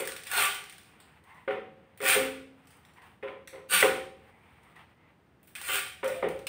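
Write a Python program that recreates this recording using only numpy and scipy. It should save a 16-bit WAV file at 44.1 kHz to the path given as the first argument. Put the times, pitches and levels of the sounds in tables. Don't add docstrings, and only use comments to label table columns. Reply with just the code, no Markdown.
import sys
import numpy as np
from scipy import signal
from scipy.fft import rfft, irfft, next_fast_len
from scipy.io import wavfile
from scipy.ndimage import uniform_filter1d

SR = 44100
rng = np.random.default_rng(int(sys.argv[2]) if len(sys.argv) > 2 else 0)


def gain_from_decibels(decibels):
    exponent = np.asarray(decibels, float) / 20
    return 10 ** exponent


def wav_record(signal):
    frames = np.transpose(np.atleast_2d(signal))
    bounded = np.clip(frames, -1, 1)
    quanta = np.round(bounded * 32767).astype(np.int16)
    wavfile.write(sys.argv[1], SR, quanta)


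N = 285889

# frequency [Hz], t60 [s].
ROOM_T60 = [(150, 0.91), (500, 0.51), (2000, 0.5), (5000, 0.52), (12000, 0.38), (15500, 0.35)]
TAIL = int(.6 * SR)

# frequency [Hz], level [dB per Hz].
HUM_SPECTRUM = [(12, -62.5), (20, -14.5), (27, -34), (48, -28), (62, -10.5), (86, -5), (107, -10),
                (164, -6.5), (258, -13.5), (292, -13), (395, -16), (1920, -27.5), (8000, -51), (10400, -90),
                (17600, -120)]
# time [s], level [dB].
TABLE_RUMBLE = [(0.0, -65), (1.44, -74), (1.59, -65), (1.88, -73), (2.201, -50), (2.508, -69), (2.89, -83.5),
                (3.61, -55), (3.7, -82), (3.831, -63), (4.24, -60), (5.289, -70.5), (5.81, -49), (6.08, -62),
                (6.26, -52), (6.48, -54)]

# time [s], half length [s], level [dB], lower and upper resonance [Hz].
RUBS = [
    (1.348, 0.077, -55, 980, 2000),
    (2.99, 0.016, -54.5, 990, 1940),
    (3.036, 0.026, -60, 1045, 1770),
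    (4.373, 0.081, -68, 875, 2050),
    (4.459, 0.15, -68, 887, 2300),
    (4.561, 0.085, -77, 850, 2250),
    (4.702, 0.078, -65, 1214, 2050),
    (4.791, 0.028, -57, 1160, 1930),
    (5.051, 0.06, -70, 2050, 2150),
]

# start of full pressure [s], rise [s], hold [s], rustle [dB],
# fizz over rustle [dB].
RAKES = [(0.946, 0.11, 0.22, -63.5, -13), (1.346, 0.14, 0.027, -58.5, -12.5), (1.77, .08, 0.25, -69, -22.5),
         (2.604, 0.11, 0.37, -65.5, -12), (2.67, .02, 0.11, -62.5, -20), (2.975, 0.033, 0.0091, -59, -13),
         (3.029, 0.018, 0.007, -55.5, -10.5), (4.204, 0.059, 0.59, -65, -12),
         (4.636, 0.019, 0.082, -63, -10.5), (4.763, 0.017, 0.016, -55.5, -16),
         (5.015, 0.074, 0.076, -67.5, -24.5), (5.15, 0.045, 0.38, -75.5, -25.5)]
# frequency [Hz], level [dB per Hz].
RUSTLE_SPECTRUM = [(240, -54.5), (400, -10), (484, -4), (526, -30.5), (617, -13), (738, -2), (922, -2),
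                   (1650, -6.5), (1930, -4), (2120, -6.5), (2860, -9), (5000, -32.5), (6500, -49.5),
                   (11000, -120)]
RAKE_RISE_DB, RAKE_SAG_DB_PER_S, RAKE_FADE_DB_PER_S, RAKE_UNEVEN_DB = 12, 3, 101, 1.5

# time [s], peak [dB], clack [dB], middle mode [dB], upper mode [dB].
KNOCKS = [(0.001, -23.5, -6.5, -10, -11.5), (0.332, -50, 25, -9, -15), (1.479, -24.5, -2, -5.5, 0.5),
          (1.508, -22.5, -2.5, -11.5, -3), (2.005, -31.5, 1.5, -1.5, -1.5), (2.029, -23, -2.5, -12, -7.5),
          (3.2286, -27.5, -2.5, -5.5, -1.5), (3.278, -29.5, -3, -7.5, -22), (3.575, -39, -4, -6, -14.5),
          (3.848, -29.5, -24.5, -6, -6.5), (5.69, -36, 0, -19, -3), (6.032, -20.5, -2.5, -29, -5.5),
          (6.092, -33, 1.5, -26, -18), (6.244, -22.5, -5.5, -18, -14.5)]
LEANING_KNOCKS = [
    (0.36, -56, 15, -16, -28),
    (2.153, -23.5, 6.5, -3.5, -21),
    (2.162, -18.5, -25, -12, -1),
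    (3.53, -33, -7.5, -15, -5.5),
    (3.717, -34.5, 13.5, -16, -1),
    (3.8246, -13.5, -8.5, -28, -20.5),
    (3.8274, -13, 1.5, -6.5, -2.5),
    (4.203, -55.5, -28, -28, -23),
    (6.046, -29.5, -7, -20, -6),
    (6.227, -15, -10, -17.5, -15),
]
FREE_HZ, LOADED_HZ = 542.7, 533
# frequency [Hz] (last row: ratio to the knock's own pitch), level [dB], t60 [s].
BODY_MODES = [(412.8, 3, 0.32), (456, -12.5, 0.79), (0.988, 0.5, 0.52)]
# frequency [Hz], level [dB], t60 [s].
PANEL_MODES = [(753, -16.5, 0.34), (870, -20, 0.03), (1080, -21.5, 0.077), (1184, -13, 0.045),
               (1450, -22.5, 0.23), (2160, -26.5, 0.18)]
# frequency [Hz], level [dB], t60 [s].
KNUCKLE_MODES = [(1450, -10.5, 0.047), (2050, -1, 0.012), (2300, -11, 0.02)]
# frequency [Hz], level [dB per Hz].
THUD_SPECTRUM = [(35, -53.5), (60, -29), (258, -17), (414, -3.5), (476, -3), (542, 0), (610, -14.5),
                 (1000, -19.5), (1300, -59.5), (2200, -120)]
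# frequency [Hz], level [dB per Hz].
CLACK_SPECTRUM = [(470, -35), (800, -13.5), (900, -10.5), (1310, -3), (1470, -5), (1670, -11), (1790, -2.5),
                  (2230, -5), (3480, -16.5), (4140, -31.5), (7000, -54.5), (9100, -91.5), (15400, -120)]
# start [s], frequency [Hz], level [dB], t60 [s].
BOOMS = [(.32, 770, -43, 1.1), (0.36, 410, -37, 0.65), (1.48, 760, -38, 0.79), (1.52, 217, -48.5, 0.97),
         (1.702, 538, -58, 2.4), (2.16, 770, -37.5, 0.54), (2.175, 266.5, -35.5, 1.5),
         (2.24, 429, -35, 0.48), (3.23, 1020, -44.5, 0.64), (3.53, 1028, -55, 0.6),
         (3.735, 185.2, -39, 0.27), (3.83, 771, -31.5, 0.81), (3.831, 1028, -28, 0.28),
         (3.832, 1459, -27, 0.34), (3.85, 177, -39.5, 0.37), (3.86, 421, -43, 0.81), (3.9, 540, -44, 1.2),
         (3.98, 370, -41.5, 0.4), (5.69, 519, -52, 0.57), (5.7, 753, -43, 0.43), (5.72, 250, -56.5, 0.81),
         (5.73, 400, -42, 0.48), (5.86, 750, -53.5, 0.51), (6.04, 930, -36, 0.24), (6.0406, 520, -25, 0.71),
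         (6.07, 582, -29.5, 0.36), (6.071, 1459, -37, 0.22), (6.14, 680, -42, 0.88),
         (6.23, 790, -41.5, 0.78), (6.24, 170, -36.5, 0.35), (6.255, 337, -34.5, 0.27),
         (6.3, 590, -39, 0.34), (6.28, 538, -36, 0.65), (6.35, 450, -39, 0.31)]
BOOM_CHOKE_DB_PER_S2 = 40
# time [s], level [dB], pitch [Hz], t60 [s].
BLOWS = [(.0005, -28.5, 833.3, 0.0079), (.0745, -31, 1695, 0.018), (.27, -40, 2530, 0.014),
         (1.4795, -53, 720, 0.015), (1.508, -30, 1480, 0.02), (2.007, -36, 2050, 0.017),
         (2.155, -29, 700, .015), (3.23, -45, 870, 0.013), (3.8255, -20.5, 558, 0.021),
         (3.8265, -9.5, 2017, 0.013), (5.555, -42.5, 2510, 0.055), (6.0329, -23.5, 583, 0.021),
         (6.033, -37.5, 1290, 0.031), (6.227, -29.5, 1190, 0.028), (6.228, -23, 576, 0.026),
         (5.615, -44, 800, 0.018), (5.871, -40.5, 1040, 0.017), (4.761, -54, 1890, .04),
         (4.791, -60, 1890, .04), (3.4747, -44.5, 1840, 0.029), (1.4795, -48, 2190, .03),
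         (1.4788, -31.5, 1450, 0.032), (3.2307, -40.5, 2050, 0.023), (3.282, -40, 2060, .025),
         (3.529, -50, 2050, .025), (3.557, -46.5, 2050, 0.027), (3.58, -52, 2050, .025),
         (0.3143, -33, 1690, 0.036), (.1205, -39, 4000, .012), (2.157, -22.5, 1300, 0.01),
         (5.692, -32, 1500, 0.036)]

# time [s], peak [dB], body [dB], bounce delay [ms].
TABLE_TICKS = [
    (0.27, -19.5, -2, .56),
    (0.857, -41, -7, 0.57),
    (2.7062, -35.5, -18, 0.63),
    (5.875, -27, -12, 0.54),
]
# time [s], peak [dB], body [dB], bounce delay [ms].
COMBED_TICKS = [
    (1.0018, -34.5, -5.5, .25),
    (2.8504, -41, 2.5, 0.53),
    (2.9364, -44.5, -3.5, .67),
    (3.4745, -25.5, 0, 0.5),
    (3.6904, -36.5, -6, 0.44),
    (6.4688, -13, 2, 0.77),
]
# time [s], peak [dB], body [dB], bounce delay [ms].
GRAIN_CLICKS = [
    (0.3088, -32, -30, .5),
    (1.9755, -28.5, -3, 0.46),
    (2.7662, -41, -20, .5),
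    (3.6931, -29, -20, .5),
    (5.4307, -35, -9, 0.516),
    (5.4736, -29, -8, .5),
    (6.144, -38, -20, .5),
]
# time [s], peak [dB], body [dB], bounce delay [ms].
JAR_TICKS = [(0.054, -21.5, -16.5, .43), (0.0742, -14, -17.5, .58), (.0835, -32.5, -19, .5),
             (0.1205, -23.5, -3.5, .53), (0.164, -22, 1.5, .52), (0.2355, -26, -5, 0.84),
             (0.3147, -15, -12, .44), (.546, -20, -13, .5), (.64, -30, 0, 0.54),
             (0.6968, -27.5, -1.5, 0.47), (.7248, -33.5, 3, .55), (0.7821, -32.5, -1, 0.58),
             (.832, -43, -6, .5), (.914, -50, -8, 0.6), (1.2395, -46, -15, 0.47), (1.345, -50, -15, .53),
             (1.37, -56, -15.5, .5), (2.655, -51, -6.5, .53), (2.6718, -36.5, -8.5, 0.36),
             (3.019, -50, 9, 0.61), (3.698, -33, -15.5, .53), (3.702, -34.5, -16.5, .45),
             (4.6335, -49.5, -6.5, .575), (4.761, -47, 2, 0.47), (4.793, -56.5, 20.5, 0.56),
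             (5.5526, -23.5, -1, 0.51), (5.6145, -28, -2, 0.58), (6.0437, -23.5, -19, 0.54),
             (6.0787, -20.5, -31, .53), (6.287, -27, -12, .45), (6.3914, -36, 3, 0.49)]
# frequency [Hz], level [dB per Hz].
GRAIN_SPECTRUM = [(2060, -25), (3500, -8), (3720, -9), (4960, -8.5), (5540, -8), (6760, -11.5),
                  (7950, -5.5), (8940, 1), (10600, -13), (12500, -15), (15400, -6.5)]
JAR_NEAR, JAR_BOUNCE, TABLE_NEAR, TABLE_BOUNCE = 1.4, 0.21, 0.47, 0.79
CLICK_NEAR, CLICK_BOUNCE, COMBED_NEAR, COMBED_BOUNCE = 0.65, 0.11, 0.79, 1
CLICK_TILT_DB = 11.5

# time [s], peak [dB], wall [dB].
LEADERS = [(.2688, -34.5, -4), (0.3352, -23, -8), (0.3735, -26, -14.5), (0.4055, -19.5, -8),
           (0.4228, -21, -8.5), (2.0035, -39, -14), (2.0165, -32, -14), (2.0273, -32.5, -11.5),
           (2.040, -33, -14.5), (2.0463, -31, -15), (2.0543, -25.5, -13.5), (2.0764, -23.5, -9),
           (2.0876, -16.5, -9), (2.1055, -16.5, -10.5), (2.1263, -22.5, -6), (3.71, -28.5, -10.5),
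           (3.717, -23.5, -9), (3.7366, -15.5, -12), (3.7485, -17.5, -10.5), (3.789, -22, -10),
           (5.6147, -30, -6), (5.689, -31.5, -8), (5.733, -23.5, -7), (5.7565, -21, -4), (5.7797, -31, -1)]
LEADER_DB, LEADER_SNAP_S, LEADER_T60_S, LEADER_TAIL_DB = -7, .0022, 0.17, -9

# start of full flow [s], rise [s], hold [s], rattle [dB],
# hiss over rattle [dB].
POURS = [(0.0, 0.0085, .005, -34, 1), (0.091, 0.022, .005, -40.5, -16), (0.278, 0.057, .03, -47.5, -3),
         (0.393, 0.12, .065, -26, 0.5), (0.706, .1, .2, -61, -6), (2.099, 0.096, 0.051, -24.5, 0.5),
         (3.748, 0.064, .065, -24.5, 1), (5.562, 0.0068, .04, -46.5, 0), (5.627, 0.025, .07, -47, -3),
         (5.697, 0.027, .02, -34, -11), (5.747, 0.19, 0.044, -31, 0), (6.06, 0.028, .12, -47, -3.5),
         (6.302, 0.018, .08, -59.5, -5)]
# frequency [Hz], width [Hz], level [dB].
JAR_WALLS = [(1171, 20, 7.5), (1454, 84, 3.5), (2270, 16, -9.5), (2460, 33, -9), (3106, 23, 0.5)]
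# frequency [Hz], level [dB per Hz].
RATTLE_SPECTRUM = [(210, -50), (350, -20), (411, -3), (451, -27.5), (524, -6.5), (595, -22.5), (758, -2),
                   (1020, -14), (1170, -4.5), (1290, -8.5), (1440, -5), (1820, -2.5), (2430, 0.5),
                   (3400, -6.5), (5500, -22.5), (7150, -44), (12100, -120)]
# frequency [Hz], level [dB per Hz].
TREBLE_SPECTRUM = [(2060, -15), (3500, -1.5), (4060, -10.5), (4430, -7), (4990, -10), (6390, -9.5),
                   (7610, -6), (8780, 6), (9280, 1), (9880, -6.5), (11300, -4.5), (12000, -11),
                   (14900, -0.5), (15400, 0.5)]
POUR_RISE_DB, POUR_SAG_DB_PER_S = 29, 23.5
RATTLE_FADE_DB_PER_S, HISS_FADE_DB_PER_S = 129.5, 167
HISS_RISE_DB, DRY_DB = 26.5, -8.5


def unit(x):
    return x / np.sqrt(np.mean(x ** 2) + 1e-20)


def along(points, hz):
    f, v = np.transpose(points)
    return np.interp(np.log(hz + 1), np.log(f + 1), v)


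def filtered(x, response):
    m = next_fast_len(len(x) + 4096)
    return irfft(rfft(x, m) * response(np.fft.rfftfreq(m, 1 / SR)), m)[:len(x)]


def coloured(x, spectrum):
    return unit(filtered(x, lambda hz: gain_from_decibels(along(spectrum, hz))))


def dying(x):
    hz, t, z = signal.stft(x, SR, nperseg=256)
    fading = z * gain_from_decibels(-60 * t / along(ROOM_T60, hz)[:, None])
    return signal.istft(fading, SR, nperseg=256)[1][:len(x)]


def add(track, s, sound):
    track[round(s * SR):][:len(sound)] += sound


def impacts(per_second, spread_db):
    chance = rng.random(N)
    sign = rng.standard_normal(N)
    size = np.minimum(rng.exponential(1, N), 3.5)
    return (chance < per_second / SR) * sign * gain_from_decibels(spread_db * size)


def swells(rows, rise_db, sag, fade):
    s, rise, hold, db = np.transpose(rows)[:4, :, None]
    lag = np.arange(0, N + 64, 64) / SR - s
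    early, late = np.maximum(-lag / rise, 0), np.maximum(lag - hold, 0)
    return db - rise_db * (early ** 1.25 + early ** 9) - sag * np.clip(lag, 0, hold) - fade * late


def loudest(levels_db):
    top_db = np.maximum(levels_db.max(axis=0), -200)
    return gain_from_decibels(np.interp(np.arange(N), 64 * np.arange(len(top_db)), top_db))


def in_room(x, direct_db):
    out, t, size = np.zeros(N + 2 * TAIL), np.arange(TAIL) / SR, 4400
    burst = 1 + gain_from_decibels(direct_db) * np.exp(-(t / 0.003) ** 2)
    for start in range(0, N, size):
        piece = x[start:start + size]
        if np.abs(piece).max() > 1e-4:
            tail = dying(rng.standard_normal(TAIL)) * burst
            add(out, start / SR, signal.fftconvolve(piece, tail / np.linalg.norm(tail)))
    return out[:N]


def supply(level, t60, least):
    power = uniform_filter1d(level ** 2, 221, origin=110)
    stored = np.gradient(power) * SR * t60 / (6 * np.log(10))
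    return np.sqrt(np.maximum(power + stored, least * np.abs(power)))


def ring(modes, t):
    hz, db, t60 = np.transpose(modes)[..., None]
    beat, pace = rng.random((2, len(modes), 1))
    flutter = 1 + 0.079 * np.sin(2 * np.pi * (beat + (7.2 + 9 * pace) * t))
    quick = np.sin(2 * np.pi * (pace + (17 + 22 * beat) * t))
    flutter = flutter + 0.12 * quick * (1 - np.exp(-t / 0.051))
    sway = 0.22 * np.sin(2 * np.pi * (pace - beat + (8 + 14 * beat) * t))
    return gain_from_decibels(db - 60 * t / t60) * flutter * np.sin(2 * np.pi * hz * t + sway)


def hum():
    floor = gain_from_decibels(-63) * coloured(rng.standard_normal(N), HUM_SPECTRUM)
    s, db = np.transpose(TABLE_RUMBLE)
    low = filtered(rng.standard_normal(N), lambda hz: np.exp(-((hz - 78) / 30) ** 2))
    rumble = gain_from_decibels(np.interp(np.arange(N) / SR, s, db) - 10.0) * unit(low)
    hiss = gain_from_decibels(-85) * coloured(rng.standard_normal(N), TREBLE_SPECTRUM)
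    rising_hiss = gain_from_decibels(-89.5) * unit(np.diff(rng.standard_normal(N + 2), 2))
    return floor + rumble + hiss + rising_hiss


def rubs():
    out, t = np.zeros(N), np.arange(N) / SR
    for s, half, db, low_hz, high_hz in RUBS:
        bowl = lambda f: np.exp(-((f - low_hz) / 150) ** 2) + 0.87 * np.exp(-((f - high_hz) / 220) ** 2)
        near = slice(int((s - 3 * half) * SR), int((s + 3 * half + .1) * SR))
        lag = (t[near] - s) / half
        after = (lag > 0) * (1 - np.exp(-lag ** 2)) * gain_from_decibels(-110 * lag * half)
        stroke = np.exp(-lag ** 2) + 0.24 * after
        grip = gain_from_decibels(1.4 * unit(uniform_filter1d(rng.standard_normal(len(lag)), size=500)))
        out[near] += gain_from_decibels(db) * grip * stroke * unit(filtered(rng.standard_normal(len(lag)), bowl))
    return out


def raking():
    pressure_db = swells(RAKES, RAKE_RISE_DB, RAKE_SAG_DB_PER_S, RAKE_FADE_DB_PER_S)
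    uneven = gain_from_decibels(RAKE_UNEVEN_DB * unit(uniform_filter1d(rng.standard_normal(N), size=1500)))
    rustle = uneven * loudest(pressure_db)
    fizz = uneven * loudest(pressure_db + np.array(RAKES)[:, -1:])
    grains = impacts(1800, spread_db=1.0) + 0.91 * rng.standard_normal(N)
    return rustle * coloured(grains, RUSTLE_SPECTRUM) + fizz * coloured(grains, TREBLE_SPECTRUM)


def booms():
    out, t = np.zeros(N + TAIL), np.arange(TAIL) / SR
    shape = (1 - np.exp(-t / 0.018)) * gain_from_decibels(-BOOM_CHOKE_DB_PER_S2 * t ** 2)
    for s, *mode in BOOMS:
        add(out, s, shape * ring([mode], t)[0])
    return out[:N]


def knocks():
    out, t = np.zeros(N + TAIL), np.arange(TAIL) / SR
    shape = (1 - np.exp(-t / 0.00093)) * (1 + 0.32 * np.exp(-(t / 0.0029) ** 2))
    rows = [(*k, FREE_HZ) for k in KNOCKS] + [(*k, LOADED_HZ) for k in LEANING_KNOCKS]
    for s, db, clack_db, middle_db, upper_db, upper_hz in rows:
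        strengths = gain_from_decibels(np.array([[middle_db], [middle_db], [upper_db]]))
        modes = np.multiply(BODY_MODES, [[1, 1, 1], [1, 1, 1], [upper_hz, 1, 1]])
        body = strengths * ring(modes, t)
        panel_db = .5 * clack_db + rng.standard_normal((len(PANEL_MODES), 1))
        panel = gain_from_decibels(panel_db) * ring(PANEL_MODES, t)
        rings = (body.sum(axis=0) + panel.sum(axis=0)) * (1 - np.exp(-t / 0.0058))
        knuckle = ring(KNUCKLE_MODES, t).sum(axis=0) * (1 - np.exp(-t / .001))
        rings = rings + gain_from_decibels(clack_db + 0.5) * knuckle
        air = rng.standard_normal(TAIL)
        noise = gain_from_decibels(-11.5) * coloured(air, THUD_SPECTRUM)
        noise = noise + gain_from_decibels(clack_db - 11.0) * coloured(air, CLACK_SPECTRUM)
        noise = noise + gain_from_decibels(clack_db - 37.5) * coloured(air, TREBLE_SPECTRUM)
        add(out, max(s - .002, 0), gain_from_decibels(db - 3.0) * (rings + shape * dying(noise)))
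    return out[:N]


def blows():
    out, t = np.zeros(N + TAIL), np.arange(TAIL // 8) / SR
    for s, db, pitch_hz, t60 in BLOWS:
        around_pitch = lambda hz: np.exp(-(np.log((hz + 1) / pitch_hz) / 0.44) ** 2)
        grit = filtered(rng.standard_normal(len(t)), around_pitch)
        swing = np.sin(2 * np.pi * pitch_hz * t) + 0.7 * unit(grit)
        add(out, s, gain_from_decibels(db + 7.5 - 60 * t / t60) * (1 - np.exp(-t / 0.0025)) * swing)
    return out[:N]


def ticks():
    out, t = np.zeros(N + TAIL), np.arange(TAIL) / SR
    burst = 2.0 * np.exp(-(t / .0016) ** 2) + 0.44 * np.exp(-(t / 0.0073) ** 4)
    kinds = [(JAR_TICKS, JAR_NEAR, JAR_BOUNCE, 1.5),
             (TABLE_TICKS, TABLE_NEAR, TABLE_BOUNCE, .3),
             (GRAIN_CLICKS, CLICK_NEAR, CLICK_BOUNCE, CLICK_TILT_DB),
             (COMBED_TICKS, COMBED_NEAR, COMBED_BOUNCE, .3)]
    for rows, near, bounce, tilt_db in kinds:
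        shape = (1 - np.exp(-t / .0003)) * (1 + near * burst)
        tilted = [(hz, level + tilt_db * np.log2(hz / 9000)) for hz, level in GRAIN_SPECTRUM]
        for s, db, body_db, bounce_ms in rows:
            comb = lambda hz: 1 + min(bounce, .95) * np.exp(-2j * np.pi * hz * bounce_ms / 1000)
            air = filtered(rng.standard_normal(TAIL), comb)
            sound = coloured(air, tilted) + gain_from_decibels(body_db - 2.5) * coloured(air, RATTLE_SPECTRUM)
            add(out, s - .0004, gain_from_decibels(db - 25.5) * shape * dying(sound))
    return out[:N]


def leaders():
    out, t = np.zeros(N + TAIL), np.arange(TAIL // 6) / SR
    shape = np.exp(-(t / LEADER_SNAP_S) ** 2) + gain_from_decibels(LEADER_TAIL_DB - 60 * t / LEADER_T60_S)
    for s, db, wall_db in LEADERS:
        air = rng.standard_normal(len(t))
        snap = coloured(air, TREBLE_SPECTRUM) + gain_from_decibels(wall_db) * coloured(air, RATTLE_SPECTRUM)
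        add(out, s - .0003, gain_from_decibels(db + LEADER_DB) * shape * snap)
    return out[:N]


def jar_response(f):
    return 1 + sum(gain_from_decibels(db) * 1j * f * w / (c * c - f * f + 1j * f * w) for c, w, db in JAR_WALLS)


def pours():
    rattle = loudest(swells(POURS, POUR_RISE_DB, POUR_SAG_DB_PER_S, RATTLE_FADE_DB_PER_S))
    hiss_db = swells(POURS, HISS_RISE_DB, POUR_SAG_DB_PER_S, HISS_FADE_DB_PER_S)
    hiss = loudest(hiss_db + np.array(POURS)[:, -1:])
    drum = coloured(filtered(impacts(7000, spread_db=1.5), jar_response), RATTLE_SPECTRUM)
    deep = filtered(drum, lambda hz: 1 / (1 + (hz / 1150) ** 8))
    filling = np.interp(np.arange(N) / SR, [.4, 2.1, 3.8, 5.7], [.05, 0.3, .35, 0.6])
    drum = (drum - filling * deep) * supply(rattle, t60=0.39, least=0.027)
    fizz = coloured(impacts(5000, spread_db=2.0), TREBLE_SPECTRUM) * supply(hiss, t60=0.32, least=.08)
    return gain_from_decibels(DRY_DB) * (drum + fizz) + in_room(drum + fizz, direct_db=8.5)


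def scene():
    handling = rubs() + raking() + booms() + knocks() + blows()
    rice = ticks() + leaders() + pours()
    return (hum() + handling + rice)[None]


def roll_off(x):
    return signal.sosfilt(signal.butter(12, 16680, fs=SR, output="sos"), x)


def record(dry):
    def channel(hz):
        no_bass = hz ** 4 / (hz ** 4 + 36 ** 4)
        return no_bass * (gain_from_decibels(-42.5) + 1 / (1 + (hz / 15670) ** 600))

    mix = filtered(dry[0], channel)[None]
    return roll_off(mix)


dry = scene()
out = record(dry)
wav_record(out)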